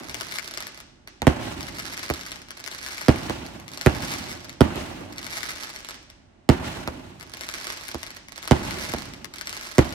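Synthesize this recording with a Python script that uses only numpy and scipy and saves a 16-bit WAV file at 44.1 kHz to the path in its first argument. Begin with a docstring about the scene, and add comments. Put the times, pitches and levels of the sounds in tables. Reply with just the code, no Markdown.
"""Open ground at dusk, a firework cake going off. Lift charges thump in the tubes, shells burst overhead
and clouds of stars crackle. Reports are N-shaped pressure waves with a noisy crack, doubled by the ground;
stars are clusters of filtered clicks. Banded stereo noise rolls back from trees and houses, joins the
crackle's lingering hiss and holds the evening hush.
A small two-port recorder smears bass behind treble and rounds the peaks."""
import sys
import numpy as np
from scipy import signal
from scipy.fft import rfft, irfft, next_fast_len
from scipy.io import wavfile

SR = 44100
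rng = np.random.default_rng(int(sys.argv[2]) if len(sys.argv) > 2 else 0)


def dump(signal):
    """Clip the signal to [-1, 1] and save it as 16-bit WAV at the path in sys.argv[1]."""
    limited = np.clip(np.atleast_2d(signal).T, -1, 1)
    pcm = np.round(limited * 32767).astype(np.int16)
    wavfile.write(sys.argv[1], SR, pcm)


N = 438337      # length in samples
STEP = 128      # samples between points of the slow level curves


def amp(db):
    """Turn dB into gain."""
    return 10 ** (np.asarray(db) / 20)


def rms_one(x):
    """Scale to unit power."""
    return x / np.sqrt(np.mean(x ** 2) + 1e-20)


def at_hz(points, hz):
    """Read a tone table on a log-frequency axis."""
    points = np.array(points)
    return np.interp(np.log(hz), np.log(points[:, 0]), points[:, 1])


def colour(x, left, right):
    """Make two channels, each shaped by its own gain over frequency."""
    size = next_fast_len(N + SR // 4)
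    hz = np.maximum(np.arange(size // 2 + 1) * SR / size, 1.0)
    gains = np.array([left(hz), right(hz)])
    return irfft(rfft(x, size) * gains, size)[:, :N]


def causal(points):
    """Turn a tone table into a minimum-phase filter of unit power, by folding its cepstrum."""
    hz = np.maximum(np.arange(1025) * SR / 2048, 1.0)
    cepstrum = irfft(np.log(amp(at_hz(points, hz))))
    cepstrum[1:1024] *= 2
    taps = irfft(np.exp(rfft(cepstrum[:1025], 2048)))[:600]
    return taps / np.sqrt(np.sum(taps ** 2))


PUSH_HZ, PUSH_T60_S = 75, 0.12      # slow heave of air behind the front


def report(zero_ms, rise_hz, crack_db, push_db, echo_ms, echo_db, echo_hz):
    """An N-shaped pressure wave with a ragged crack on its front, its copy off the ground and a deep heave."""
    t_ms = np.arange(6000) / SR * 1e3
    thump = (t_ms / zero_ms - 1) * np.exp(-2.8 * t_ms / zero_ms)      # crosses zero at zero_ms
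    thump = signal.lfilter(*signal.butter(1, rise_hz, fs=SR), thump)
    thump = signal.lfilter(*signal.butter(2, 140, "high", fs=SR), thump)      # the front holds little deep bass

    crack = signal.lfilter([.35], [1, -.86], rng.standard_normal(len(t_ms))) * np.exp(-t_ms / 1.35)
    # the very front is brighter
    crack = crack + 0.17 * rng.standard_normal(len(t_ms)) * np.exp(-t_ms / 0.35)
    crack = signal.lfilter(*signal.butter(1, 600, "high", fs=SR), crack)
    front = thump + amp(crack_db) * crack

    bounced = signal.lfilter(*signal.butter(1, echo_hz, fs=SR), front)
    lag = int(echo_ms * SR / 1e3)
    ground_echo = amp(echo_db) * np.concatenate([np.zeros(lag), bounced[:-lag]])

    t_s = t_ms / 1e3
    push = amp(push_db - 60 * t_s / PUSH_T60_S) * np.sin(2 * np.pi * PUSH_HZ * t_s)
    return front + ground_echo + push


# Tilt between the two ports. Each row: frequency in Hz, left level minus right level in dB.
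PORT_TILT = [(60, -1.5), (150, -4), (380, -3), (950, -4.5), (2380, -1.5), (5980, 2.5), (15000, 0.5)]


def reports(table, zero_ms, rise_hz, crack_db, push_db, echo_db, echo_hz, boost_db, left_db, left_lag):
    """Direct sound of a table of reports; the left port hears it shaded and left_lag samples apart."""
    out = np.zeros(N + 6000)
    for start_s, level_db, echo_ms, _ in table:
        wave = report(zero_ms, rise_hz, crack_db, push_db, echo_ms, echo_db, echo_hz)
        out[round(start_s * SR):][:len(wave)] += amp(level_db + boost_db) * wave

    def left(hz):
        shade = amp(left_db * hz / (hz + 150))      # deepens with pitch
        delay = np.exp(-2j * np.pi * hz * left_lag / SR)      # a negative lag comes early
        return shade * delay * amp(at_hz(PORT_TILT, hz) / 2)

    return colour(out[:N], left, lambda hz: amp(-at_hz(PORT_TILT, hz) / 2))


# Shells bursting. Each row: start in seconds, direct level in dB before the boost,
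# delay of the ground echo in ms, reference level of the rolling echo in dB.
BURSTS = [(1.2690, -3, 7.7, -30), (3.0837, -3, 8.0, -30), (3.8618, -3, 7.9, -30), (4.6076, -3, 7.7, -30),
          (6.4903, -3, 7.9, -29.5), (8.5107, -3, 7.95, -29.5), (9.7824, -3, 7.9, -30.5)]


def shell_bursts():
    """Shells breaking overhead: a long pressure wave under a soft crack."""
    return reports(BURSTS, zero_ms=3.6, rise_hz=407, crack_db=-12.0, push_db=-18.5, echo_db=0.3,
                   echo_hz=3850, boost_db=12.0, left_db=-7.5, left_lag=-1.18)


# Lift charges. Each row: start in seconds, direct level in dB before the boost,
# delay of the ground echo in ms, reference level of the rolling echo in dB.
LIFTS = [(1.2192, -15, 8.4, -43), (2.1008, -12.5, 8.4, -46), (3.2968, -15, 8.4, -43),
         (4.758, -23, 8.3, -48), (5.008, -36, 8.4, -49), (6.8758, -17, 8.4, -45.5), (7.9452, -19, 8.2, -51),
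         (8.9375, -16, 8.4, -45)]


def lift_charges():
    """Charges thumping in the tubes: a short pressure wave with a strong crack and a dull ground echo."""
    return reports(LIFTS, zero_ms=1.5, rise_hz=1700, crack_db=-3.5, push_db=-17.0, echo_db=0.0,
                   echo_hz=1000, boost_db=5.0, left_db=-1.5, left_lag=-7.5)


# Clouds of small stars; most set in a third to half a second after a lift.
# Each row: start in seconds, swell in seconds, fade in seconds, fullest level in dB.
CLOUDS = [(-.3, .6, .5, -43.5), (1.52, .48, .4, -40), (2.55, .35, .45, -40), (3.68, .45, .38, -39),
          (5.12, .26, .58, -38), (7.22, .45, .5, -41), (8.35, .52, .26, -39), (9.3, .32, .7, -43)]
CLOUD_EDGE_DB = -15      # start and end of a cloud, relative to its fullest


def clouds(t):
    """Crackle level in dB: every cloud swells and fades along an arch in dB, then stops."""
    power = 1e-12
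    for start, swell, fade, full_db in CLOUDS:
        top = start + swell
        off = np.where(t < top, (top - t) / swell, (t - top) / fade)      # 0 at the top, 1 at the edges
        power = power + amp(2 * (full_db + CLOUD_EDGE_DB * off ** 1.3)) * (off < 1)
    return 10 * np.log10(power)


# Single stars set one by one, from loud cracks to faint ticks in the lulls.
# Each row: start in seconds, level in dB before the click gain.
STARS = [(0.0962, -20.5), (0.1441, -20), (0.2014, -21.5), (0.2099, -19.5), (0.2443, -50), (0.3032, -58),
         (0.3835, -42), (0.4439, -28), (0.4768, -20), (0.5112, -23), (0.5387, -21.5), (0.5741, -16.5),
         (0.604, -19), (0.6245, -23), (0.6684, -23), (0.7457, -31), (0.7751, -34), (0.8026, -26),
         (1.0745, -25.5), (1.6067, -22), (1.6287, -23), (1.6684, -24), (1.7843, -25), (1.7978, -21),
         (1.8532, -20), (1.9754, -19), (2.138, -18), (2.2634, -24), (2.3176, -18.5), (2.359, -31),
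         (2.4179, -30), (2.4857, -33), (2.5067, -22.5), (2.5521, -46), (2.574, -29), (2.6005, -26.5),
         (2.6399, -21), (2.6754, -21.5), (2.7137, -23), (2.7472, -22.5), (2.9213, -28), (2.9976, -36),
         (3.0134, -19), (3.464, -24.5), (3.5992, -32.5), (3.6805, -28), (3.7165, -28), (3.7349, -23),
         (3.7738, -22), (3.8122, -18.5), (4.1545, -26), (4.2198, -30), (4.2814, -46), (4.3505, -33),
         (4.4084, -35), (4.4448, -26.5), (4.4947, -25), (4.5276, -32), (5.1741, -33), (5.1816, -19.5),
         (5.4944, -38), (5.5608, -43), (5.6336, -19), (5.6944, -33), (5.7614, -23.5), (5.7982, -34),
         (5.8471, -23), (5.887, -20.5), (5.9085, -22), (5.9429, -29), (6.0282, -40.5), (6.1005, -32),
         (7.1975, -29), (7.209, -29.5), (7.228, -33), (7.3372, -19.5), (7.4086, -20), (7.4344, -27),
         (7.4889, -21), (7.5383, -15.5), (7.643, -22), (7.669, -17), (7.7014, -18), (7.8101, -34),
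         (7.8276, -34), (7.883, -21.5), (7.9149, -22.5), (8.0311, -21.5), (8.0651, -27), (8.1045, -25),
         (8.1673, -24.5), (8.2846, -31.5), (8.321, -26), (8.3584, -26), (8.3779, -20.5), (8.4277, -26),
         (8.4534, -21.5), (8.4761, -15), (8.8059, -43), (8.8767, -40), (8.9855, -30), (9.0204, -22.5),
         (9.0483, -36), (9.0738, -42), (9.1366, -30.5), (9.2449, -28.5), (9.3382, -26), (9.3591, -22.5),
         (9.3836, -25), (9.4115, -21.5), (9.4574, -27), (9.4709, -17), (9.4938, -22), (9.5274, -21),
         (9.5672, -20), (9.6515, -40)]
# Tone of a snap. Each row: frequency in Hz, relative level in dB.
STAR_TONE = [(180, -64), (300, -15), (649, -10.5), (1100, -5.5), (1660, -4), (2240, -1), (2570, -10.5),
             (5100, -6.5), (9330, -17.5), (11200, -12), (13300, -25.5), (15200, -18), (16500, -49)]
SNAPS_PER_S, CLOUD_FULL_DB = 260, -43.5      # mean rate of cloud snaps, and the cloud level that gives it
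SINGLE_GAIN_DB = 9.5      # click height of a single star over the table level
SINGLE_LEAN, CLOUD_LEAN = -0.95, -2      # mean lean of single and cloud stars, positive favours the left


def stars(snap_db):
    """Single and clustered snaps, each with its own lean, ragged, with a ground echo and a short scatter."""
    sizes = amp(3.0 * np.minimum(rng.exponential(1, N), 3.5))
    flurries = np.repeat(rng.gamma(3, 1 / 3, N // 500 + 1), 500)[:N]      # stars go off in flurries
    rate = SNAPS_PER_S * amp(snap_db - CLOUD_FULL_DB)      # a fuller cloud snaps more often
    born = np.flatnonzero(rng.random(N) < rate * flurries / SR)
    # density is divided out so the cloud keeps its level
    density = np.mean(sizes ** 2) * rate[born] / SR
    cloud_size = sizes[born] / np.sqrt(density) * amp(snap_db[born])

    single_s, single_db = np.transpose(STARS)
    at = np.concatenate([born, (single_s * SR).astype(int)])
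    size = np.concatenate([cloud_size, amp(single_db + SINGLE_GAIN_DB)])
    in_cloud = np.arange(len(at)) < len(born)
    lean = rng.normal(0, 2.91, N)[at] + np.where(in_cloud, CLOUD_LEAN, SINGLE_LEAN)
    right_lag = np.round(rng.normal(9.7, 1.0, N)[at])      # samples
    echo_lag = (rng.uniform(0.0058, .0095, N)[at] * SR).astype(int)

    clicks = np.zeros((2, N + SR))
    for share in (.9, .35, .3, .25):      # one crack and a few splinters within 1.5 ms
        late = rng.uniform(0, 0.0015 * SR, N)[at]
        turned = rng.choice([-1, 1], N)[at]
        # lean moves the left far more than the right
        for side, (weight, lag) in enumerate([(4, 0), (-0.5, right_lag)]):
            when = (at + lag + late).astype(int)
            height = share * turned * size * amp(weight * lean / 2)
            np.add.at(clicks[side], when, height)
            np.add.at(clicks[side], when + echo_lag, height * amp(-7.5))

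    # nearby bushes and walls
    scatter = amp(-31 - 60 * np.arange(4000) / SR / .08) * rng.standard_normal((2, 4000))
    scatter = signal.lfilter([.6], [1, -.6], scatter)      # leaves swallow the treble
    scatter[:, 0] = 1      # the direct sound
    scattered = signal.oaconvolve(clicks[:, :N], scatter, axes=1)
    return signal.oaconvolve(scattered, causal(STAR_TONE)[None])[:, :N]


BLEND_T60_S, SINGLE_BLEND_DB = .7, -23      # decay of the hiss; share of a single star that joins it


def lingering(level_db):
    """Level in dB of the star cloud and the single stars, held on by a dying echo."""
    hold = amp(-120 * STEP / SR / BLEND_T60_S)      # power kept per step
    power = amp(2 * level_db)
    single_s, single_db = np.transpose(STARS)
    joining = amp(2 * (single_db + SINGLE_BLEND_DB)) / (1 - hold)
    np.add.at(power, (single_s * SR / STEP).astype(int), joining)
    held = signal.lfilter([1 - hold], [1, -hold], power, zi=[power[0]])[0]
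    return 10 * np.log10(held)


# Groups of echoes after a report, from near ground, trees and far houses.
# Each row: arrival in seconds, rise in seconds, relative level in dB of deep bass, low mids and treble,
# 60 dB decay time in seconds of deep bass, low mids and treble.
ECHOES = [(0, .003, -23, 19.5, 4, .2, .15, .14), (.01, .03, -3, -2, -8, 2.1, 2.3, 1.0),
          (.12, .06, -6, -12, -4, .4, 1.5, 1.3)]
# Pitches of those three parts: deep bass in Hz, low mids in Hz, treble in Hz.
ECHO_HZ = [54, 278, 3800]


def rolling(delay, hz):
    """Power of all echo groups at one pitch, a delay in seconds after a report: each rises, then decays."""
    power = 0
    for arrival, rise, *by_pitch in ECHOES:
        levels, decays = np.reshape(by_pitch, (2, 3))
        level_db = at_hz(list(zip(ECHO_HZ, levels)), hz)
        t60 = at_hz(list(zip(ECHO_HZ, decays)), hz)
        since = np.maximum(delay - arrival, 0) + 1e-9 * (delay > arrival)
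        power = power + np.minimum(since / rise, 1) ** 2 * amp(2 * (level_db - 60 * since / t60))
    return power


def lumps(count, rate_hz):
    """Slow random drift of unit spread, one value per step: noise through two equal low-pass poles."""
    r = np.exp(-2 * STEP * np.pi * rate_hz / SR)
    return rms_one(signal.lfilter([1], [1, -2 * r, r * r], rng.standard_normal(count + 200))[200:])


# A burst that still rolls at the start. Each row: start in seconds, reference level of the rolling echo in dB.
EARLIER = [(-0.032, -42)]
# Tone of the rolling echoes. Each row: frequency in Hz, relative level per Hz in dB.
ROLL_TONE = [(15, -34), (25, -23), (48, -5.5), (97, -2.5), (354, -7), (427, -18.5), (624, -8),
             (1370, -13.5), (2350, -14), (6500, -25.5), (10700, -32), (16000, -33.5)]
# Tone of the lingering hiss. Each row: frequency in Hz, relative level per Hz in dB.
BLEND_TONE = [(180, -6), (300, -7.5), (842, -8), (2480, -4), (2700, -7.5), (6300, -7.5), (8220, -25),
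              (11300, -36), (16000, -45)]
# Tone of the evening hush. Each row: frequency in Hz, relative level per Hz in dB.
EVENING_TONE = [(15, -32), (25, -0.5), (324, -10), (357, 1), (425, -40), (543, -9.5), (786, -21.5),
                (2270, -27), (9000, -43), (11700, -106.5), (19800, -120)]
EVENING_DB = -60
# Width of the far field. Each row: frequency in Hz, likeness of left and right from -1 to 1.
LIKENESS = [(60, 0.7), (180, 1), (550, 0.025), (1650, 0.05), (4970, -0.2), (15000, 0.64)]


def far_field(blend_db):
    """Half-octave bands of stereo noise: rolling echoes, the blend of the star cloud and the evening hush."""
    t = np.arange(0, N + STEP, STEP) / SR
    edges = 24 * 2 ** np.arange(0, 9.6, .5)
    centre = np.sqrt(edges[1:] * edges[:-1])

    def level(tone, hz):
        """Tone level at a pitch, evened so that the bands together hold a set power."""
        total = np.sum(amp(2 * at_hz(tone, centre)) * np.diff(edges)) / (SR / 2)
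        return at_hz(tone, hz) - 10 * np.log10(total)

    white = rng.standard_normal((2, 2, N))
    together = lumps(len(t), rate_hz=48.0)      # shared by all bands
    out = 0
    for k, hz in enumerate(centre):
        roll_db = level(ROLL_TONE, hz)
        power = sum(amp(2 * (db + roll_db)) * rolling(t - start_s, hz)
                    for start_s, *_, db in EARLIER + BURSTS + LIFTS)
        # echoes arrive unevenly
        power = power * amp(2 * (1.27 * together + 1.2 * lumps(len(t), rate_hz=41)))
        power = power + amp(2 * (blend_db + level(BLEND_TONE, hz)))
        power = power + amp(2 * (EVENING_DB + level(EVENING_TONE, hz)))

        band = signal.butter(2, edges[k:k + 2], "band", fs=SR, output="sos")
        mid, side = signal.sosfilt(band, white[k % 2])      # neighbours take different noise
        alike = np.clip(at_hz(LIKENESS, hz), -1, 1)
        stereo = np.sqrt(1 + alike) * mid + np.sqrt(1 - alike) * side * [[1], [-1]]
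        tilt = amp(at_hz(PORT_TILT, hz) / 2 * np.array([[1], [-1]]))
        out = out + np.interp(np.arange(N) / SR, t, np.sqrt(power)) * tilt * stereo
    return out


# Far sound meeting its own ground echo. The one row: first peak in Hz, spacing in Hz, depth from 0 to 1,
# pitch in Hz where the depth has halved.
GROUND_COMB = (15.7, 282.4, 0.21, 1500)


def over_ground(x):
    """Peaks and notches where far sound adds to its ground echo, and the treble lost on the way."""
    first_hz, step_hz, depth, fade_hz = GROUND_COMB

    def path(hz):
        ripple = np.cos(2 * np.pi * (hz - first_hz) / step_hz)
        comb = 1 + depth / (1 + (hz / fade_hz) ** 2) * ripple
        return comb / np.sqrt(1 + (hz / 11000) ** 6)      # the long path eats the top

    return colour(x, path, path)


def scene():
    """Layer bursts, lifts and stars over the far field."""
    bursts = shell_bursts()
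    lifts = lift_charges()
    snaps = stars(clouds(np.arange(N) / SR))
    hiss_db = lingering(clouds(np.arange(0, N + STEP, STEP) / SR)) - 6      # sits 6 dB under the held level
    far = far_field(hiss_db)
    return bursts + lifts + snaps + over_ground(far)


def smear(x, top_hz, bottom_hz):
    """A chain of all-pass stages spread in log pitch: the lower the sound, the later it comes out."""
    warp = np.tan(np.pi * np.geomspace(top_hz, bottom_hz, 6) / SR)
    poles = (1 - warp) / (1 + warp)
    return signal.sosfilt([[-p, 1, 0, 1, -p, 0] for p in poles], x)


def record(dry):
    """The recorder cuts and smears the bass, rounds the peaks with a tanh curve and cuts the top."""
    x = signal.sosfilt(signal.butter(3, 42, "high", fs=SR, output="sos"), dry)
    x = smear(x, top_hz=506, bottom_hz=106)
    rounded = 1.04 * np.tanh(x / 0.81)
    return signal.sosfilt(signal.cheby2(12, 70, 17150, fs=SR, output="sos"), rounded)


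dry = scene()
out = record(dry)
dump(out)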